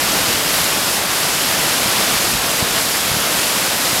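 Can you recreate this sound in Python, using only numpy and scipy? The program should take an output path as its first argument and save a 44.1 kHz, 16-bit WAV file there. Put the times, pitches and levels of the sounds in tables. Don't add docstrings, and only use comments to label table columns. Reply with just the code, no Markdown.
import sys
import numpy as np
from scipy import signal
from scipy.fft import rfft, irfft
from scipy.io import wavfile
from scipy.ndimage import uniform_filter1d

SR = 44100
rng = np.random.default_rng(int(sys.argv[2]) if len(sys.argv) > 2 else 0)


def wrap_up_sound(samples):
    columns = np.atleast_2d(samples).T
    tamed = np.clip(columns, -1, 1)
    steps = np.round(tamed * 32767).astype(np.int16)
    wavfile.write(sys.argv[1], SR, steps)


N = 176400
TIME_S = np.arange(N) / SR

# (frequency [Hz], relative density [dB])
BREEZE_SPECTRUM = [(8, -32), (22, -16), (45, -1.5), (85, -1.5), (130, 1.5), (220, -19), (500, -40),
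                   (2000, -90)]
# (time [s], relative level [dB])
BREEZE_ENVELOPE = [(0.03, -35), (0.08, -40), (0.5, -37), (0.85, -46), (1.7, -46), (1.85, -40), (2.0, -43),
                   (2.38, -35), (2.55, -41), (3.0, -43), (3.13, -36), (3.25, -44.5), (3.7, -51),
                   (3.98, -41)]
# (time [s], peak [dB], pitch [Hz])
EDDIES = [(0.039, -25, 110), (1.86, -16.5, 170), (2.352, -19, 140), (2.628, -11.5, 130), (3.086, -20, 140),
          (3.118, -18, 110), (3.142, -22, 110), (3.17, -16, 145), (3.932, -22, 130)]
# (frequency [Hz], relative density [dB])
RUSH_SPECTRUM = [(110, -4.5), (190, -0.5), (240, -2.5), (290, -0.5), (385, -3.7), (500, -2.0), (630, -1.6),
                 (780, -2.6), (900, -2.5), (1300, -2.5), (2100, -4), (3300, -3.5), (3800, -4.5),
                 (5100, -4.0), (6200, -7), (7600, -7), (9200, -9), (10400, -7.3), (12300, -8.5),
                 (14000, -13), (15600, -21)]
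# (time [s], relative level [dB])
ROAR_ENVELOPE = [(0.03, -18.5), (0.31, -18), (0.43, -20), (0.51, -18.5), (1.09, -20.5), (1.13, -19.5),
                 (1.83, -18.5), (1.87, -18.5), (1.99, -17.5), (2.17, -18.5), (2.27, -18.5), (2.33, -20.0),
                 (2.59, -19.5), (2.73, -20.6), (2.77, -17.5), (2.81, -20.1), (3.37, -19.5), (3.81, -20.0),
                 (3.85, -19), (3.97, -19.6)]
# (time [s], relative level [dB])
HISS_ENVELOPE = [(0.03, -21), (0.33, -20.5), (0.45, -22), (0.55, -19), (0.79, -22), (0.95, -20.5),
                 (1.05, -24.5), (1.13, -21), (2.31, -20), (2.39, -22.5), (2.59, -20.5), (2.67, -23),
                 (2.75, -21), (3.29, -21.5), (3.37, -20), (3.79, -21.5), (3.85, -20), (3.97, -20.5)]


def gain_of(db):
    return 10 ** (np.asarray(db) / 20)


def unit_rms(x):
    return x / np.sqrt(np.mean(x ** 2) + 1e-20)


def swing_db(envelope, time_s):
    db = np.interp(time_s, *np.transpose(envelope))
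    return db - db.mean()


def coloured(x, spectrum):
    hz, db = np.transpose(spectrum)
    bin_hz = np.fft.rfftfreq(N, 1 / SR)
    bin_db = np.interp(np.log(bin_hz + 1), np.log(hz + 1), db)
    return irfft(rfft(x) * gain_of(bin_db), N)


def patches(shape, steps, bins):
    field = uniform_filter1d(rng.standard_normal(shape), steps, axis=0)
    return unit_rms(uniform_filter1d(field, bins, axis=1))


def breeze(rms_db=-41, lumpy_db=3.5):
    lumps_db = lumpy_db * patches((N, 1), steps=1500, bins=1)[:, 0]
    air = coloured(rng.standard_normal(N), BREEZE_SPECTRUM)
    level_db = swing_db(BREEZE_ENVELOPE, TIME_S) + lumps_db
    return gain_of(rms_db) * unit_rms(air * gain_of(level_db))


def eddy(at_s, peak_db, pitch_hz):
    offset_squared = (np.pi * pitch_hz * (TIME_S - at_s)) ** 2
    return gain_of(peak_db) * (1 - 2 * offset_squared) * np.exp(-offset_squared)


def spatter(rms_db=-30, spread_db=4, rate_per_s=2500, decay_cycles=2.4, pitches=30):
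    drops = np.zeros(N)
    ring_s = np.arange(1024) / SR
    for hz in np.geomspace(600, 12000, pitches):
        strength = gain_of(spread_db * np.minimum(rng.exponential(1, N), 5))
        hits = strength * (rng.random(N) < rate_per_s / pitches / SR)
        age = ring_s * hz / decay_cycles
        ring = np.sqrt(age) * np.exp(-age) * np.sin(2 * np.pi * hz * ring_s)
        drops += signal.oaconvolve(hits, unit_rms(ring))[:N]
    return gain_of(rms_db) * unit_rms(drops)


def rush(rms_db=-17, patchy_db=0.37, flicker_db=0.43, hiss_from_hz=4400, low_cut_hz=105):
    framing = dict(nperseg=512, noverlap=384)
    bin_hz, frame_s, noise = signal.stft(rng.standard_normal(N), SR, **framing)
    hiss_share = 1 / (1 + (hiss_from_hz / (bin_hz + 1)) ** 4)
    roar_db = swing_db(ROAR_ENVELOPE, frame_s)[:, None]
    hiss_db = swing_db(HISS_ENVELOPE, frame_s)[:, None]
    level_db = (1 - hiss_share) * roar_db + hiss_share * hiss_db
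    level_db += patchy_db * patches(level_db.shape, steps=24, bins=9)
    level_db += flicker_db * patches(level_db.shape, steps=4, bins=90)
    water = signal.istft(noise * gain_of(level_db).T, **framing)[1][:N]
    low_cut = signal.butter(2, low_cut_hz, "high", fs=SR, output="sos")
    water = signal.sosfilt(low_cut, coloured(water, RUSH_SPECTRUM))
    return gain_of(rms_db) * unit_rms(water)


def scene():
    mono = rush() + spatter() + breeze() + sum(eddy(*row) for row in EDDIES)
    return np.array([mono, mono])


def record(dry):
    cutoff_hz = 15850
    low_pass = signal.firwin(801, cutoff_hz, window=("kaiser", 9), fs=SR)
    return signal.oaconvolve(dry, low_pass[None], "same")


dry = scene()
out = record(dry)
wrap_up_sound(out)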